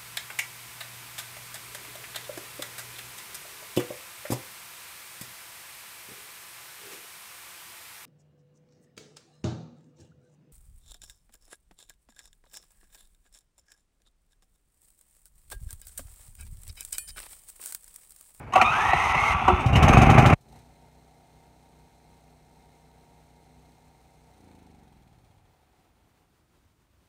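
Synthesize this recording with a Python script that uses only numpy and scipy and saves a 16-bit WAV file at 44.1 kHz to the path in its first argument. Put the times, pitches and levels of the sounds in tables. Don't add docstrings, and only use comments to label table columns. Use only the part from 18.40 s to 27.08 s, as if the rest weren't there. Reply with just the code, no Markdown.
import sys
import numpy as np
from scipy import signal
from scipy.fft import rfft, irfft, next_fast_len
from scipy.io import wavfile
from scipy.ndimage import uniform_filter1d

SR = 44100
rng = np.random.default_rng(int(sys.argv[2]) if len(sys.argv) > 2 else 0)


def how_loud(loudness_db):
    steps = np.asarray(loudness_db, float) / 20
    return 10 ** steps


def materialize(psi):
    bounded = np.clip(np.atleast_2d(psi).T, -1, 1)
    quanta = np.round(bounded * 32767).astype(np.int16)
    wavfile.write(sys.argv[1], SR, quanta)


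N = 382788
T = np.arange(N) / SR

# (start s, length of the change s)
RELEASE, FREEWHEEL_ENDS = (.93, .014), (1.2, .2)
CATCH, GOVERN, SWITCH_OFF = (1.1, .2), (1.8, .25), (5.77, .3)
FADE, FADE_DB = (1.936, .016), -43
LOWERED = T > sum(FADE)


def evened(x):
    return x / np.sqrt(np.mean(x ** 2) + 1e-20)


def curves(rows):
    s, *columns = np.transpose(rows)
    return [np.interp(T, s, c) for c in columns]


def ramp(start, length):
    return np.clip((T - start) / length, 0, 1)


def lifted(rows):
    rows = np.array(rows, float)
    return np.c_[rows[:, 0], rows[:, 1:] - FADE_DB * (rows[:, :1] > sum(FADE))]


def colour(x, points, peaks=()):
    size = next_fast_len(len(x))
    hz = np.fft.rfftfreq(size, 1 / SR)
    f, db = np.transpose(points)
    shape_db = np.interp(np.log(hz + 1), np.log(f + 1), db, left=-90)
    shape_db += sum(d / (1 + (2 * (hz - p) / w) ** 2) for p, w, d in peaks)
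    return evened(irfft(rfft(x, size) * how_loud(shape_db), size)[:len(x)])


def resonate(x, modes):
    out = 0
    for f, width_hz, db in modes:
        peak = signal.iirpeak(f, f / (2.4 * width_hz), SR)
        out = out + how_loud(db) * signal.lfilter(*peak, signal.lfilter(*peak, x))
    return out


def drift(rate_hz):
    coarse = rng.standard_normal(N // 32 + 2)
    coarse = signal.sosfilt(signal.butter(2, rate_hz, fs=SR / 32, output="sos"), coarse)
    return np.interp(np.arange(N) / 32, np.arange(len(coarse)), evened(coarse))


def add(mix, s, sound):
    part = mix[round(s * SR):][:len(sound)]
    part += sound[:len(part)]


def burst(t60, swell):
    t = np.arange(round(.15 * SR)) / SR
    return np.minimum(t / max(swell, 1e-4), 1) * how_loud(-60 * np.maximum(t - swell, 0) / t60)


def fuzzy(hz, rough, width_hz):
    shake = 1 - rough + rough * (drift(width_hz) + 1j * drift(width_hz)) / np.sqrt(2)
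    return np.sqrt(2) * (shake * np.exp(2j * np.pi * np.cumsum(hz) / SR)).real


def chime(modes, rough):
    return evened(sum(how_loud(db) * fuzzy(np.full(N, f), rough, w / 2) for f, w, db in modes))


# f/Hz, level/dB (per Hz)
AIR = [
    [(18, -35.5), (30, -10), (114, -1), (324, -15.5), (360, -17.5), (693, -13), (1730, -23.5),
     (2080, -26.5), (2310, -22), (3510, -43.5), (15600, -59)],
    [(18, -33), (30, 2.5), (90, -0.5), (231, -8.5), (333, -8.5), (468, -15), (1230, -16.5), (1690, -20.5),
     (4560, -26), (4930, -27.5), (9000, -29), (9500, -25), (10200, -34.5), (15600, -30)],
]
# t/s, level/dB
GUSTS = [
    (6.979, -65),
    (7.499, -60),
    (7.619, -57),
    (7.699, -72),
    (8.249, -55),
    (8.499, -59),
    (8.579, -60),
]


def garden():
    noise = rng.standard_normal((3, N))
    early = how_loud(-41.5 + 1.7 * drift(30)) * colour(noise[0], AIR[0])
    late = how_loud(-67 + drift(6)) * colour(noise[1], AIR[1])
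    lumps = np.zeros(N)
    for s, db in GUSTS:
        add(lumps, s - .01, how_loud(db - 5.5) * burst(t60=.21, swell=.012))
    late += lumps * evened(resonate(noise[2], [(70, 19, 10), (130, 80, -31)]))
    return np.where(T < sum(FADE), early, late / how_loud(FADE_DB))


def squeaks(turns):
    start_s, end_s, place_in_cycle, level_db, hz = 6.44, 7.13, .1, -68.5, 3290
    out, t = np.zeros(N), T[:round(.016 * SR)]
    times = T[1:][np.diff(np.floor(turns - place_in_cycle)) > 0]
    for s in times[(times > start_s) & (times < end_s)]:
        size, pitch, *grain = rng.standard_normal(len(t) + 2)
        rasp = 1 + .35 * uniform_filter1d(grain, size=12) * 3.5
        tone = np.sin(2 * np.pi * hz * (1 + .018 * pitch) * t)
        gain = how_loud(level_db + 1.3 * size - 6 - FADE_DB)
        add(out, s - .003, gain * np.hanning(len(t)) * rasp * tone)
    return out


# t/s, f/Hz, level/dB, t60/s, swell/s
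PINGS = [(0.134, 1114, -16, 0.068, .007), (.133, 6400, -44, 0.055, .004), (0.133, 8200, -46.5, 0.034, .003),
         (.153, 2675, -17, 0.033, .006), (.158, 559.7, -22, .08, .004), (0.173, 1150, -17.5, 0.1, .006),
         (0.197, 1390, -20, .08, .003), (.204, 800, -14, 0.071, .004), (0.2138, 2400, -10, .03, .001),
         (.2135, 1300, -11.5, .06, .001), (.214, 4300, -26, 0.027, .001), (.214, 9530, -44, .06, .002),
         (.216, 229.6, -31, .45, .008), (0.33, 1260, -20, 0.041, .003), (.451, 794, -21, .05, .003),
         (.491, 785, -20, 0.084, .003), (.532, 766, -11.5, 0.041, .002), (.533, 4000, -33.5, 0.033, .002),
         (.745, 854, -18, 0.034, .002), (.778, 2610, -23.5, .04, .002), (.778, 2130, -21, 0.043, .003),
         (1.02, 788, -21.5, 0.025, .005), (1.097, 1290, -17, 0.06, .004), (1.12, 743, -21, 0.072, .004),
         (1.203, 7900, -50, .06, .003), (1.258, 5560, -49.5, 0.13, .004), (1.33, 2780, -25.5, 0.072, .005),
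         (1.351, 2866, -20, 0.1, .004), (1.356, 6400, -39, .07, .003), (1.36, 5230, -42, 0.14, .004),
         (1.48, 6350, -31, 0.072, .004), (1.53, 6370, -34.5, .09, .004), (1.575, 6530, -38, .08, .004),
         (1.618, 6300, -38.5, 0.056, .004), (1.7, 6500, -38.5, .07, .004)]


def pings():
    out = np.zeros(N)
    for s, hz, db, t60, swell in PINGS:
        shape = burst(t60, swell)
        shape = shape * np.hanning(2 * len(shape))[len(shape):]
        turn = 2 * np.pi * hz * T[:len(shape)]
        add(out, s, how_loud(db) * shape * (np.sin(turn) + .4 * np.sin(1.035 * turn)))
    return out


# t/s, tooth rate f/Hz, level/dB, roughness (0-1)
WHINE = [(.235, 1185, -35, .7), (.262, 1222, -23, .4), (.3, 1250, -29, .45), (.345, 1528, -30, .55),
         (.4, 1700, -32, .6), (.46, 1860, -34, .8), (.527, 1930, -30, .8), (.607, 2035, -32, .8),
         (.697, 2075, -31, .8), (.725, 1990, -33, .85), (.777, 2065, -32, .85), (.86, 2190, -30, .8),
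         (.94, 2050, -33, .85)]
# t/s, f/Hz, level/dB
SONGS = [
    [(1.0, 3290, -60), (1.024, 3410, -49), (1.218, 3530, -52), (1.242, 3569, -50), (1.254, 3750, -59),
     (1.26, 3690, -76)],
    [(1.47, 2554, -37), (1.508, 2383, -29), (1.532, 2490, -27.5), (1.632, 2620, -36), (1.64, 2500, -33)],
    [(1.07, 365, -50), (1.105, 365, -27), (1.15, 365, -36), (1.2, 365, -49.5)],
    [(.78, 1150, -39.5), (.85, 1152, -32), (1.0, 1150, -29.5), (1.03, 1150, -42)],
]
# t/s, level/dB, clang level/dB, treble level/dB, ring t60/s
BLOWS = [(0.122, -23.5, -8.5, -24.5, 0.046), (0.133, -19.5, -8, -16, 0.053), (0.155, 0, -15, -29, 0.06),
         (0.175, -14.5, -13.5, -27.5, 0.075), (0.2125, -6.5, -9, -21, 0.093),
         (0.26, -20, -21.5, -26, 0.028), (0.383, -15, -23, -27.5, 0.046), (0.531, -11, -9, -26, 0.054),
         (0.747, -14.5, -4.5, -23.5, 0.036), (1.078, 1, -18.5, -33.5, 0.063),
         (1.098, -14, -22.5, -40.5, 0.1), (1.352, -14, -3, -22, 0.16)]
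# f/Hz, width/Hz, level/dB
BELL = [(250, 63, -18), (365, 30, -11), (515.5, 190, -14), (751, 240, 4), (966, 220, 1.5), (1150, 410, 0.5),
        (1447, 400, -10)]
CLANG = [(2054, 470, 1.5), (2633, 170, 0.5), (2890, 280, -6)]


def starter():
    hz, db, rough = curves(WHINE)
    climb_khz = (hz - WHINE[0][1]) / 1000
    levels = db, db - 1 - 29 * climb_khz, db - 13 - 60 * climb_khz
    on = ramp(WHINE[0][0], .016) * (1 - ramp(*RELEASE))
    out = np.zeros(N)
    for k, level_db in enumerate(levels, 1):
        out += on * how_loud(level_db + 3) * fuzzy(k * hz, rough=rough, width_hz=60 + 30 * k)
    out += on * ramp(.45, .12) * how_loud(db - 7) * fuzzy(hz - 150, rough=.7, width_hz=50)
    for rows in SONGS:
        hz, db = curves(rows)
        singing = (T > rows[0][0]) * (T < rows[-1][0])
        out += singing * how_loud(db + 2.5) * fuzzy(hz, rough=.3, width_hz=8.3)
    ring, clang, crack = np.zeros((3, N))
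    swell_s = .0075
    for s, db, clang_db, treble_db, t60 in BLOWS:
        add(ring, s, how_loud(db - 7.5) * burst(t60, swell_s))
        add(clang, s, how_loud(db + clang_db - 4.5) * burst(.86 * t60, .7 * swell_s))
        add(crack, s, how_loud(db + treble_db) * burst(.9 * t60, .58 * swell_s))
    out += ring * chime(BELL, rough=.4) + clang * chime(CLANG, rough=1)
    return out + crack * colour(rng.standard_normal(N), HISS, SHELL)


def rattle_levels(effort_db):
    tooth_db = 20 * np.log10(curves(WHINE)[0] / 2000)
    speed_db = 20 * np.log10(curves(SPEED)[0] / 31)
    engaged = ramp(.11, .07) * (1 - ramp(*RELEASE))
    free = ramp(*RELEASE) * (1 - ramp(*FREEWHEEL_ENDS))
    first_s, period_s, recovery_s = .515, .212, .03
    stall = np.exp(-((T - first_s) % period_s) / recovery_s) * (T > first_s)
    grind = engaged * how_loud(-24.5 + .62 * tooth_db - 1.5 * stall) + free * how_loud(-27.5)
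    near_stop_db = 6.5 * ramp(6.9, .4)
    body = np.hypot(grind, how_loud(-6 + near_stop_db + effort_db + .08 * speed_db))
    grind_fizz = engaged * how_loud(-42.5 + 1.2 * tooth_db - 11.7 * stall) + free * how_loud(-53.5)
    engine_fizz_db = np.where(LOWERED, -21, -35) + .49 * effort_db + 1.1 * speed_db
    return body, np.hypot(grind_fizz, how_loud(engine_fizz_db))


# f/Hz, level/dB (per Hz)
CASING = [
    [(240, -40.5), (400, -13.5), (537, -19.5), (781, 1.5), (1290, -1.5), (1730, -18), (1930, -10),
     (2570, -8), (4200, -34.5), (5460, -58.5), (9240, -120)],
    [(240, -30.5), (400, -8), (527, -13.5), (796, 1), (879, -11), (1130, -7), (1700, -18), (2470, -14),
     (4200, -47.5), (5460, -65.5), (9240, -120)],
    [(240, -24), (400, -6), (641, -9), (758, 0.5), (951, -7), (1070, -19), (1910, -18), (2110, -16.5),
     (2450, -18), (2920, -25), (4200, -22), (5460, -48.5), (9240, -120)],
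]
# f/Hz, width/Hz, level/dB
PANELS = [(730, 29, 3.4), (880, 39, 3), (1150, 21, 3.1), (1320, 98, 3.5), (2170, 210, 2), (2500, 59, 3.5),
          (2700, 110, 3)]
# f/Hz, level/dB (per Hz)
FIZZ = [
    [(1760, -29.5), (3000, -2.5), (3370, -17), (3790, -9.5), (4440, -18.5), (6270, -11.5), (7660, -23.5),
     (8740, -17.5), (10200, -26), (11100, -24.5), (15600, -38.5)],
    [(1760, -64), (3000, -9), (3610, -11.5), (4060, 1), (4790, -10), (5210, -5), (7350, -8), (8210, -4),
     (10500, -11.5), (13100, -14.5), (15600, -13.5)],
]
# f/Hz, width/Hz, level/dB
SHELL = [(3620, 300, 5.4), (4460, 270, 1.4), (6350, 480, 4.1), (8540, 360, 3.7), (11700, 390, 1.2)]
HOUSING = [(3650, 70, 8.5), (4630, 70, 4), (5160, 150, 3), (5600, 31, 7), (6260, 220, 6), (7200, 70, 4),
           (8490, 60, 10), (9200, 90, 4), (10500, 200, -8.5), (11110, 410, 4.5)]


def casing(turns, body_gain, fizz_gain):
    off = ramp(*SWITCH_OFF)
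    gating = .45 * ramp(*CATCH) - .27 * ramp(*GOVERN) + .27 * off + .2 * ramp(6.1, .7)
    beat = np.exp(-((turns + .2 - .3 * off) % 1) / .2)
    throb = 1 - gating + gating * 2.5 * beat
    knocks = rng.standard_normal((2, N)) * how_loud(np.array([2.1 * drift(330), 1.7 * drift(250)]))
    revving = ramp(1.15, .14)
    crank, rev, run = (colour(knocks[0], c, p) for c, p in zip(CASING, (PANELS, PANELS[3:], PANELS)))
    body = np.where(LOWERED, run, (1 - revving) * crank + revving * rev)
    fizz = np.where(LOWERED, colour(knocks[1], FIZZ[1], SHELL), colour(knocks[1], FIZZ[0], HOUSING))
    whistle = np.cos(2 * np.pi * 68 * turns + .7 * drift(35)) * (T > 2.3) * (T < 6.02)
    fan = how_loud(-82.5 - FADE_DB + 3.5 * drift(25)) * whistle
    return body_gain * body * throb ** .4 + fizz_gain * fizz * throb + np.sqrt(2) * fan


# t/s, hiss level/dB, thump level/dB, casing knock level/dB
FIRES = [(1.2056, -39.5, -41, -29.5), (1.259, -33.5, -13.5, -72), (1.3276, -35, -14, -38.5),
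         (1.3558, -26.5, -12, -42), (1.4252, -21.5, -16.5, -19.5), (1.4815, -23, -24, -15),
         (1.5294, -27, -22.5, -18), (1.5723, -25.5, -5.5, -14), (1.6153, -24, -8.5, -16),
         (1.6972, -24.5, -8, -14), (1.7798, -22, -8, -10.5), (1.8572, -22.5, -10, -12.5),
         (1.9299, -30.5, -7.5, -14.5), (2.0068, -61.5, -58, -73), (2.0832, -62, -70, -79),
         (2.1201, -59.5, -62, -75), (2.1563, -61.5, -54, -78), (2.1854, -61, -55, -74)]
# middle t/s, level/dB, f/Hz
PUFFS = [(.198, -34, 85), (.26, -38, 80), (.31, -34.5, 130), (.385, -43, 101), (.46, -34, 95),
         (.495, -29.5, 75), (.553, -31.5, 143), (.566, -31, 65), (.61, -39, 80.5), (.66, -33, 75),
         (.705, -29.5, 75), (.765, -30.5, 147), (.778, -38, 65), (.82, -30.5, 70), (.91, -27.5, 70),
         (.953, -32.5, 160), (.956, -26, 70), (1.005, -36, 110), (1.06, -32, 84.5), (1.093, -28, 75),
         (1.13, -26.5, 191), (1.137, -18.5, 70), (1.178, -33, 75), (1.265, -20.5, 70)]
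# f/Hz, width/Hz, level/dB
PIPE = [(58, 10.17, -5.5), (248, 27, -5.5)]
# f/Hz, level/dB (per Hz)
HISS = [(1760, -26), (3000, 2.5), (3370, -15.5), (3850, -9.5), (4350, -17), (5430, -15), (6100, -14.5),
        (15600, -32)]


def firings():
    spit, kicks, knock, puffs = np.zeros((4, N))
    bark = burst(t60=.11, swell=.0016) * np.sin(2 * np.pi * 120 * T[:round(.15 * SR)])
    for s, hiss_db, thump_db, knock_db in lifted(FIRES):
        add(spit, s, how_loud(hiss_db - 4) * burst(t60=.12, swell=.004))
        add(kicks, s + .00065, how_loud(thump_db + 1) * np.hanning(260))
        add(puffs, s - .001, how_loud(thump_db + 3.5) * bark)
        add(knock, s - .004, how_loud(knock_db - 1) * burst(t60=.11, swell=.0023))
    puff_s = .036
    t = T[:round(puff_s * SR)]
    for s, db, hz in PUFFS:
        tone = np.sin(2 * np.pi * hz * (t - puff_s / 2))
        add(puffs, s - puff_s / 2, how_loud(db + 3.5) * np.hanning(len(t)) * tone)
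    low = resonate(kicks, PIPE) + puffs
    noise = rng.standard_normal(N)
    hiss = np.where(LOWERED, colour(noise, FIZZ[1], SHELL), colour(noise, HISS, SHELL))
    return spit * hiss + low + knock * colour(rng.standard_normal(N), CASING[1])


# t/s, cycle rate f/Hz
SPEED = [(1.2, 9.96), (1.398, 14.8), (1.456, 16), (1.51, 21.2), (1.598, 23.9), (1.75, 25.2), (1.952, 26.3),
         (2.094, 27.8), (2.2, 31.0), (2.286, 30.5), (2.4, 30.87), (5.7, 30.9), (5.9, 31.0), (7.15, 11.3),
         (7.5, 7.4), (7.9, 3)]


def cycles():
    turns = np.cumsum(curves(SPEED)[0] * (1 + .00064 * drift(3))) / SR
    first, last = np.interp([1.713, 5], T, turns)
    slip = (last - first + .5) % 1 - .5
    return turns - first - np.interp(T, [2.5, 5.5], [0, slip])


def orders(turns, table_db, share_db, scatter, waver_db, lag):
    heard = share_db > -45
    waver = [how_loud(waver_db * drift(6.7)[heard]) for k in range(3)]
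    phase = scatter * rng.standard_normal(len(table_db)) - lag
    out = np.zeros(N)
    for k, db in enumerate(table_db, 1):
        out[heard] += how_loud(db) * waver[k % 3] * np.cos(2 * np.pi * k * turns[heard] + phase[k - 1])
    return how_loud(share_db) * out / np.sqrt(np.sum(how_loud(np.array(table_db)) ** 2) / 2)


def echoed(x):
    delay, smear = round(.0128 * SR), round(.0016 * SR)
    once = how_loud(-8) * uniform_filter1d(np.roll(x, delay), size=smear)
    twice = how_loud(-8) * uniform_filter1d(np.roll(once, delay), size=smear)
    return how_loud(-2) * (x + once + twice)


GOVERNED_DB = [-20.5, 3.5, -12, -4, 2.5, -7.5, -25, -1.5, -27, -10, -17.5, -11.5, -19, -8, -7.5, -48, -38.5,
               -13.5, -11, -21, -17, -6, -21, -30, -5.5, -19.5, -11, -20.5, -17, -4.5]
CATCHING_DB = [-30, -1, -6, -12, -1, -3.5, -9, -11, -5, -7, -13.5, -11.5, -12, -18, -14, -15.5, -20, -21]
COASTING_DB = [-27.5, -7.5, -1.5, -7, -10, -10, -2.5, -10, -7, -4, -9, -12, -11, -15, -17, -13, -16, -14,
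               -18, -19]
# f/Hz, level/dB (per Hz)
RUMBLE = [(15, -37), (25, -10), (48, 0), (125, -2), (184, -8.5), (230, -3.5), (505, -16.5), (600, -17.5),
          (780, -48.5), (1320, -120)]


def breathing(turns, level_db):
    catch, govern, off, rest = ramp(*CATCH), ramp(*GOVERN), ramp(*SWITCH_OFF), ramp(6.95, .6)
    unfired = ramp(sum(SWITCH_OFF) - .18, .37)
    slowing = ramp(6.4, .71)
    governed_db = -1.2 - 50 * ((1 - govern) ** 2 + unfired)
    catching_db = -1.5 - 50 * ((1 - catch) ** 2 + govern ** 3)
    coasting_db = -.2 - 3 * slowing - 50 * ((1 - off) ** 2 + rest ** 2)
    beats = orders(turns, GOVERNED_DB, governed_db, scatter=1, waver_db=2, lag=.81)
    gulps = echoed(orders(turns, CATCHING_DB, catching_db, scatter=.38, waver_db=.8, lag=1.798))
    gulps += orders(turns, COASTING_DB, coasting_db, scatter=.6, waver_db=.4, lag=1.3)
    gulps += slowing * how_loud(-6 - 110 * rest ** 2) * np.sqrt(2) * np.sin(2 * np.pi * 7 * turns)
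    rumble_db = -6 * catch - 10 * ramp(sum(CATCH), .3) + 6.5 * govern - 13 * off + 17 * rest
    rumble = colour(rng.standard_normal(N), RUMBLE) * how_loud(drift(12))
    return how_loud(level_db) * (beats - gulps + how_loud(rumble_db) * rumble)


# t/s, effort level/dB
EFFORT = [(.13, -42), (.95, -45), (1.05, -37.5), (1.24, -31), (1.42, -14), (1.5, -12.5), (1.93, -14),
          (2.02, -23), (2.16, -8), (2.25, -14.5), (2.6, -16), (5.85, -16.5), (6.0, -13), (6.15, -12),
          (6.7, -17), (7.0, -19.5), (7.3, -27), (7.95, -29)]


def scene():
    effort_db = curves(EFFORT)[0]
    turning = ramp(.128, .01) * (1 - ramp(EFFORT[-1][0] - .12, .11))
    turns = cycles()
    engine = turning * (breathing(turns, effort_db) + casing(turns, *rattle_levels(effort_db)))
    return (garden() + squeaks(turns) + pings() + starter() + firings() + engine)[None]


def band_limit(x):
    return signal.sosfilt(signal.butter(12, 15740, fs=SR, output="sos"), x)


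def record(dry):
    faded = dry * (how_loud(FADE_DB) + (1 - ramp(*FADE)) ** 3)
    cut = signal.sosfilt(signal.butter(4, 37, "high", fs=SR, output="sos"), faded)
    capped = .93 * np.tanh(cut / .89 + (cut / 1.3) ** 3 / 3)
    edge = signal.firwin(255, 15700, fs=SR)[None]
    return band_limit(signal.oaconvolve(capped, edge, "same"))


dry = scene()
out = record(dry)
materialize(out)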